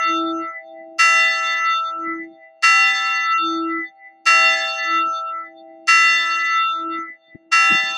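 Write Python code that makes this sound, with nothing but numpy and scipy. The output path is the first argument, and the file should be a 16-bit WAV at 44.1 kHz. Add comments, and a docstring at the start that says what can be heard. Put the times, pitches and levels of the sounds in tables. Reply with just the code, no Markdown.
"""An open church tower, where a bell swings and is struck once a swing.
Its tones are sine waves that swell and dip as their beams sweep past the listener; shifting roof
echoes make the overtones flutter. Shaped noise makes the crash of each blow, the outdoor air and a
light wind, mostly on the left. A noise suppressor lets sound through only in bands that are loud."""
import sys
import numpy as np
from scipy import signal
from scipy.fft import rfft, irfft, next_fast_len
from scipy.io import wavfile
from scipy.ndimage import uniform_filter1d

SR = 44100
rng = np.random.default_rng(int(sys.argv[2]) if len(sys.argv) > 2 else 0)


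def unload_audio(sound):
    """Save the sound as a 16-bit wav file, at the path given as the first command line argument."""
    columns = np.transpose(np.atleast_2d(sound))
    # keep every value between -1 and 1, then stretch to whole-number steps
    steps = np.round(np.clip(columns, -1, 1) * 32767)
    wavfile.write(sys.argv[1], SR, steps.astype(np.int16))


N = 351477
TIME = np.arange(N) / SR  # seconds
SWING_S = 1.632  # length of the swing used for the bell's motion
TOP_HZ = 15200  # nearly nothing is heard above this

# the bell's lowest partials, then the strong ones of the strike note
HUM_HZ, PRIME_HZ, TIERCE_HZ, NOMINAL_HZ = 328.6, 653.0, 784.2, 1327.7
NEIGHBOUR_HZ, TWELFTH_HZ, DOUBLE_OCTAVE_HZ, UPPER_FOURTH_HZ = 1749.5, 1995.0, 2747.3, 3566.5

# Clapper blows; each starts the ring anew, with its own strength for the low partials.
# Columns: start_s, level_db, extra_treble_db_per_octave (around 2000 Hz), prime_db, tierce_db, twelfth_db,
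# mid_swing_change_db (nominal and twelfth), steady_hum_db, hum_swell_after_blow_s, hum_swell_db,
# hum_swell_width_s
CLAPPER_BLOWS = [(-.645, -.8, 1.2, 5, 2, 0, 0, -30, .89, -18.7, .225),
                 (.985, -.4, 1.3, -5, -6.5, 1, 0, -33.3, 1.14, -23.2, .29),
                 (2.626, .2, .5, -18, -2.5, 0, 0, -33.2, .98, -19.2, .235),
                 (4.257, .3, 0, 0, 0, -3, -6.5, -30.7, .71, -23.2, .21),
                 (5.874, .3, .5, -14.5, -20, .5, 1, -31.2, 1.03, -22.9, .26),
                 (7.515, -.3, -.4, -12, -3.5, -3, -6, -34, 1.0, -22, .23)]
# The bell's other ringing modes, before the level of each blow.
# Columns: pitch_hz, level_db, time_to_fade_60_db_s
OVERTONE_MODES = [(522, -63.3, 9), (914, -60.2, 3.95), (995, -39.6, 3.54), (1071, -41.6, 0.74),
                  (1629, -42.8, 3.07), (1686, -22.9, 1.69), (1795, -32.4, 0.78), (1890, -21.9, 0.59),
                  (2132, -36.9, 9), (2311, -25.7, 0.64), (2480, -37.4, 1.87), (2791, -36.4, 2.06),
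                  (2870, -39.2, 4.31), (3058, -41.2, 2.59), (3641, -41.0, 1.93), (3746, -45.8, 2.9),
                  (3809, -45.8, 2.17), (3972, -48.8, 3.1), (4426, -25.0, 3.1), (4453, -36.5, 1.97),
                  (4645, -26.5, .35), (5913, -29, .4), (5299, -26.0, 1.44), (5397, -44.4, 1.55),
                  (5874, -40.6, 1.87), (6198, -30, 2.8), (6305, -42.6, 1.4), (6380, -46.9, 2.29),
                  (7074, -36.3, 1.69), (7428, -40.3, 0.84), (7849, -50.2, 2.3), (7959, -42.1, 1.73),
                  (8860, -43.9, 1.02), (8973, -44.6, 1.05), (9722, -51.3, 1.06)]
# Typical level of one weak high mode, before random scatter and blow level. Columns: pitch_hz, level_db
SHIMMER_LEVELS = [(2800, -55), (4500, -51), (6500, -48), (8800, -51), (10500, -57.5), (12300, -65),
                  (14500, -78)]
# Spectra of a blow's first crash and of its longer wash between buildings, before the blow's level.
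# Columns: pitch_hz, level_db_per_hz
CRASH_SPECTRUM = [(300, -104), (800, -84), (1100, -61), (1600, -56), (2800, -61), (4700, -61.5),
                  (7000, -69), (10000, -83.5), (15000, -101)]
WASH_SPECTRUM = [(300, -104), (800, -89), (1100, -69), (1700, -71), (2800, -81), (4500, -90), (7000, -97),
                 (10000, -106), (15000, -118)]
# Spectrum of the outdoor air, before the level of each side. Columns: pitch_hz, level_db_per_hz
AIR_SPECTRUM = [(30, -110), (70, -104), (130, -86), (230, -74), (420, -88), (620, -101), (900, -98),
                (1150, -81), (1500, -81), (2200, -89), (3500, -101), (6000, -118), (15000, -124)]
# Wind buffets, before the level of each side. Columns: start_s, level_db, length_s (peak at half of it)
WIND_BUFFETS = [(1.942, -48, .03), (2.063, -46, .03), (2.32, -47, .03), (2.918, -40, .025),
                (3.882, -46, .03), (5.052, -43, .05), (6.97, -45, .03), (7.083, -41, .04),
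                (7.263, -42, .05), (7.347, -27.5, .012), (7.68, -33, .025), (7.697, -26, .05),
                (7.81, -34, .055), (7.89, -36, .045)]
# Tone colour of the wind; only its shape matters. Columns: pitch_hz, level_db
WIND_COLOUR = [(30, -46), (70, -34), (130, -6), (260, 0), (360, -7), (500, -28), (900, -42), (3000, -62)]
# Limits of the noise suppressor's bands. Column: edge_hz
BAND_EDGES_HZ = [0, 480, 930, 1620, 2420, 3300, 4900, 6800, 8300, 10000, 23000]
# Level under which each band begins to close. Column: level_db
BAND_THRESHOLDS_DB = [-29, -75, -29, -27, -33, -36.5, -48, -55, -61, -65]

# Beams of the partials over one swing, before the blow's own levels. Columns of each: after_blow_s, level_db
PRIME_SWEEP = [(0, -44), (.06, -34), (.2, -27.5), (.5, -33), (.7, -44), (.9, -36), (1.18, -48), (1.42, -40),
               (1.63, -45)]
TIERCE_SWEEP = [(0, -44), (.17, -28.5), (.52, -34), (.71, -62), (.92, -42), (1.12, -62), (1.38, -42.5),
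                (1.63, -51)]
NOMINAL_SWEEP = [(0, -12), (.18, -17.3), (.31, -28), (.45, -19.5), (.59, -26), (.7, -14.2), (.93, -23),
                 (1.12, -23.8), (1.25, -38), (1.63, -46)]
NEIGHBOUR_SWEEP = [(0, -26), (.32, -24), (.48, -31), (.57, -25.5), (.75, -44), (1.05, -53), (1.22, -42),
                   (1.35, -52), (1.63, -55)]
TWELFTH_SWEEP = [(0, -15), (.27, -15.5), (.36, -22), (.48, -30), (.56, -19.5), (.72, -23), (.83, -35),
                 (.93, -29), (1.01, -36), (1.09, -25.5), (1.21, -24), (1.32, -39), (1.45, -29), (1.63, -43)]
DOUBLE_OCTAVE_SWEEP = [(0, -12.6), (.22, -14.8), (.33, -28), (.49, -23), (.63, -30), (.73, -25.5),
                       (.87, -37), (1.07, -33), (1.18, -45), (1.63, -40)]
UPPER_FOURTH_SWEEP = [(0, -28), (.08, -33), (.2, -24.5), (.33, -24), (.42, -33), (.47, -27), (.63, -37),
                      (.71, -28.5), (.88, -33), (1.15, -46), (1.32, -40), (1.63, -56)]


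def blows():
    """For every moment, give the time since the last clapper blow, then that blow's settings."""
    start_s, *columns = np.transpose(CLAPPER_BLOWS)
    last = np.maximum(np.searchsorted(start_s, TIME, side="right") - 1, 0)
    return [TIME - start_s[last]] + [column[last] for column in columns]


def travel(age, reach_m=.13, nearest_s=.08):
    """Sound arrives a little earlier or later (s) as the bell's lip swings nearer and farther."""
    sound_speed = 343  # m/s
    return -reach_m / sound_speed * np.cos(2 * np.pi * (age - nearest_s) / SWING_S)


def strong_partials(age, blow_db, twelfth_db, change_db, delay, rise_s=.018, echo_per_khz=.26,
                    flutter_rate=17, echo_build_s=.35):
    """The strike note swells and dips with its beams; growing echoes make higher partials flutter more."""
    def ring(hz, curve):
        """One partial, with more echo the higher it lies above the nominal."""
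        khz_above = (hz - NOMINAL_HZ) / 1000
        build = np.minimum(age / echo_build_s, 1)
        share = np.clip(echo_per_khz * khz_above * build, 0, 1)
        return beam(curve, age) * echoed(hz, delay, share, flutter_rate)

    mid_swing_gain = undb(change_db * lobe(age - .46, .11, .11))
    changing = ring(NOMINAL_HZ, NOMINAL_SWEEP)
    changing = changing + undb(twelfth_db) * ring(TWELFTH_HZ, TWELFTH_SWEEP)
    others = ring(NEIGHBOUR_HZ, NEIGHBOUR_SWEEP)
    others = others + ring(DOUBLE_OCTAVE_HZ, DOUBLE_OCTAVE_SWEEP)
    others = others + ring(UPPER_FOURTH_HZ, UPPER_FOURTH_SWEEP)
    attack = np.clip(age / rise_s, .1, 1)
    return (mid_swing_gain * changing + others) * attack * undb(blow_db)


def echoed(hz, delay, share, rate):
    """A partial mixes with roof echoes that wander in strength and phase."""
    echoes = (waver(rate) + 1j * waver(rate)) * np.exp(2j * np.pi * rng.random())
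    direct = np.sqrt(1 - share ** 2)
    turning = np.exp(2j * np.pi * (hz * (TIME - delay) + rng.random()))
    return ((direct + share * echoes) * turning).imag


def overtones(age, blow_db, treble_db, delay, echo=.75, echo_reach=1.9, echo_build_s=.22,
              shimmer_t60=1.45, scatter_db=6.75, rise_s=.014, count=64, size=128):
    """Many modes die away; each beats with its own echoes, whose paths change with the swing."""
    crowd_hz = np.linspace(3100, 14300, count) + rng.uniform(-80, 80, count)
    crowd_db = 20 * np.log10(colour(SHIMMER_LEVELS, crowd_hz))
    crowd_db = crowd_db + rng.uniform(-scatter_db, scatter_db, count)
    crowd_t60 = shimmer_t60 * (6000 / crowd_hz) ** .9  # higher modes fade sooner
    crowd = np.c_[crowd_hz, crowd_db, crowd_t60]
    hz, db, t60 = np.vstack([OVERTONE_MODES, crowd]).T[:, :, None]

    # levels are worked out once per block of samples
    block_age, block_time = age[::size], TIME[::size]
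    # four echo paths per mode, each leaving in its own direction and drifting slowly
    angle, phase = rng.uniform(0, 2 * np.pi, (2, 4, len(hz), 1))
    swing_turn = 2 * np.pi * hz * echo_reach * delay[::size] * np.cos(angle)
    turn = swing_turn + phase + block_time * np.sin(angle)
    share = echo * np.minimum(block_age / echo_build_s, 1)
    echoes = np.exp(1j * turn).sum(0) / 2
    flutter = np.abs(np.sqrt(1 - share ** 2) + share * echoes)

    treble = treble_db[::size] * np.log2(hz / 2000)
    decay = np.exp(-np.log(1000) * block_age / t60)
    gain = flutter * undb(db + blow_db[::size] + treble) * decay
    return sines(hz[:, 0], gain, size) * np.minimum(age / rise_s, 1)


def low_partials(age, prime_db, tierce_db, rise_s=.006):
    """Prime and tierce ring on through the swing at the strength set by the last blow."""
    # the bell turns back at the far end and shows the prime's second lobe
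    far = undb(-43) * lobe(age - .97, .12, .12)
    prime = np.hypot(undb(prime_db) * beam(PRIME_SWEEP, age), far)
    tierce = undb(tierce_db) * beam(TIERCE_SWEEP, age)
    return smooth(prime, rise_s) * tone(PRIME_HZ) + smooth(tierce, rise_s) * tone(TIERCE_HZ)


def hum(age, steady_db, swell_s, swell_db, width_s, slower_fade=1.2, opposed=2.72, rise_s=.01):
    """A once-a-swing lobe nearly opposes the steady ring in phase (radians), so a dip lies on each side."""
    swell = undb(swell_db) * lobe(age - swell_s, width_s, width_s * slower_fade)
    level = np.abs(undb(steady_db) + swell * np.exp(1j * opposed))
    return smooth(level, rise_s) * tone(HUM_HZ)


def clang(age, blow_db, crash_t60=.3, wash_t60=1.9, rise_s=.013):
    """The clapper's crash fades fast; its scatter from tower and roofs fades more slowly."""
    crash = noise(CRASH_SPECTRUM) * np.exp(-np.log(1000) * age / crash_t60)
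    wash = noise(WASH_SPECTRUM) * np.exp(-np.log(1000) * age / wash_t60)
    return (crash + wash) * undb(blow_db) * np.minimum(age / rise_s, 1)


def wind(steady_db=-65):
    """Low, steady turbulence at one microphone port, with short buffets that rise fast and fade."""
    eddies = noise(WIND_COLOUR)
    eddies /= np.sqrt(smooth(eddies ** 2, .02))  # even out the noise's own level
    force = np.full(N, undb(steady_db))
    for start_s, db, length_s in WIND_BUFFETS:
        near = (TIME > start_s) & (TIME < start_s + 10 * length_s)
        progress = (TIME[near] - start_s) / (length_s / 2)
        force[near] += undb(db) * progress * np.exp(1 - progress)
    return eddies * force


def undb(db):
    """Turn decibels into a gain."""
    return 10 ** (np.asarray(db) / 20)


def colour(points, hz):
    """Read a spectrum's gain at any pitch, joining its points evenly by musical interval."""
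    point_hz, db = np.transpose(points)
    return undb(np.interp(np.log(hz + 1), np.log(point_hz), db))


def noise(points):
    """Filter white noise to the given spectrum in dB per Hz."""
    size = next_fast_len(N, real=True)
    hz = np.arange(size // 2 + 1) * SR / size
    spectrum = rfft(rng.standard_normal(size)) * colour(points, hz)
    return irfft(spectrum, size)[:N] * np.sqrt(SR / 2)


def smooth(x, seconds):
    """Round off sudden changes by averaging twice."""
    size = max(int(seconds * SR), 1)
    return uniform_filter1d(uniform_filter1d(x, size), size)


def tone(hz):
    """A steady sine wave starting at a random point of its cycle."""
    return np.sin(2 * np.pi * (hz * TIME + rng.random()))


def sines(hz, gain, size):
    """Add steady sines whose gains (modes x blocks) glide from one block of samples to the next."""
    omega = 2 * np.pi * hz[:, None]
    start = np.exp(1j * (omega * TIME[::size] + rng.uniform(0, 2 * np.pi, omega.shape)))
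    within = np.exp(1j * omega * TIME[:size])
    change = np.diff(gain, append=gain[:, -1:])
    held = (gain * start).T @ within
    glide = (change * start).T @ (within * np.arange(size) / size)
    return (held + glide).imag.ravel()[:N]


def beam(curve, age):
    """The strength of a partial's beam at this point of the swing."""
    after_blow_s, db = np.transpose(curve)
    return np.interp(age, after_blow_s, undb(db))


def lobe(offset, before_s, after_s):
    """A rounded swell that peaks at offset 0, with its own width on each side."""
    return np.exp(-(offset / np.where(offset < 0, before_s, after_s)) ** 2)


def waver(rate):
    """A wander through random levels, so many a second, joined smoothly."""
    levels = rng.standard_normal(512)
    return smooth(np.interp(TIME * rate, np.arange(len(levels)), levels), .5 / rate)


def scene(left_db=.3, wind_left_db=2, wind_right_db=-12, air_side_db=-12):
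    """The bell almost straight ahead, air all round, separate wind eddies at the two ports."""
    age, blow_db, treble_db, prime_db, tierce_db, twelfth_db, change_db, *humming = blows()
    delay = travel(age)
    # the strong partials get half the bell's motion
    bell = strong_partials(age, blow_db, twelfth_db, change_db, delay / 2)
    bell = bell + overtones(age, blow_db, treble_db, delay)
    bell = bell + low_partials(age, prime_db, tierce_db) + hum(age, *humming)
    bell = bell + clang(age, blow_db)
    ahead = (bell + noise(AIR_SPECTRUM)) * undb([[left_db], [-left_db]])
    # opposite signs left and right make this air sound wide
    around = noise(AIR_SPECTRUM) * undb(air_side_db) * np.array([[1], [-1]])
    gusts = np.array([wind() * undb(wind_left_db), wind() * undb(wind_right_db)])
    return ahead + around + gusts


def suppress(x, slope=3.2, depth_db=32):
    """Turn each band down by slope dB for each dB it lies under its threshold, to a limit of depth_db."""
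    hz, _, frames = signal.stft(x, SR, "hann", 1024, 896)
    power = np.abs(frames.mean(0)) ** 2 * 4 / 3  # both sides share one control
    gain_db = np.zeros(power.shape)
    for low_hz, high_hz, open_db in zip(BAND_EDGES_HZ, BAND_EDGES_HZ[1:], BAND_THRESHOLDS_DB):
        band = (hz >= low_hz) & (hz < high_hz)
        level_db = 10 * np.log10(power[band].sum(0) + 1e-18)
        gain_db[band] = np.clip(slope * (level_db - open_db), -depth_db, 0)
    gain = undb(uniform_filter1d(gain_db, size=3, axis=0))  # soften the band edges
    return signal.istft(frames * gain, SR, "hann", 1024, 896)[1][:, :N]


def record(dry):
    """Suppress the quiet bands, then cut the very top with a steep low-pass filter."""
    top_cut = signal.ellip(8, .2, 70, TOP_HZ, fs=SR, output="sos")
    return signal.sosfilt(top_cut, suppress(dry))


dry = scene()
out = record(dry)
unload_audio(out)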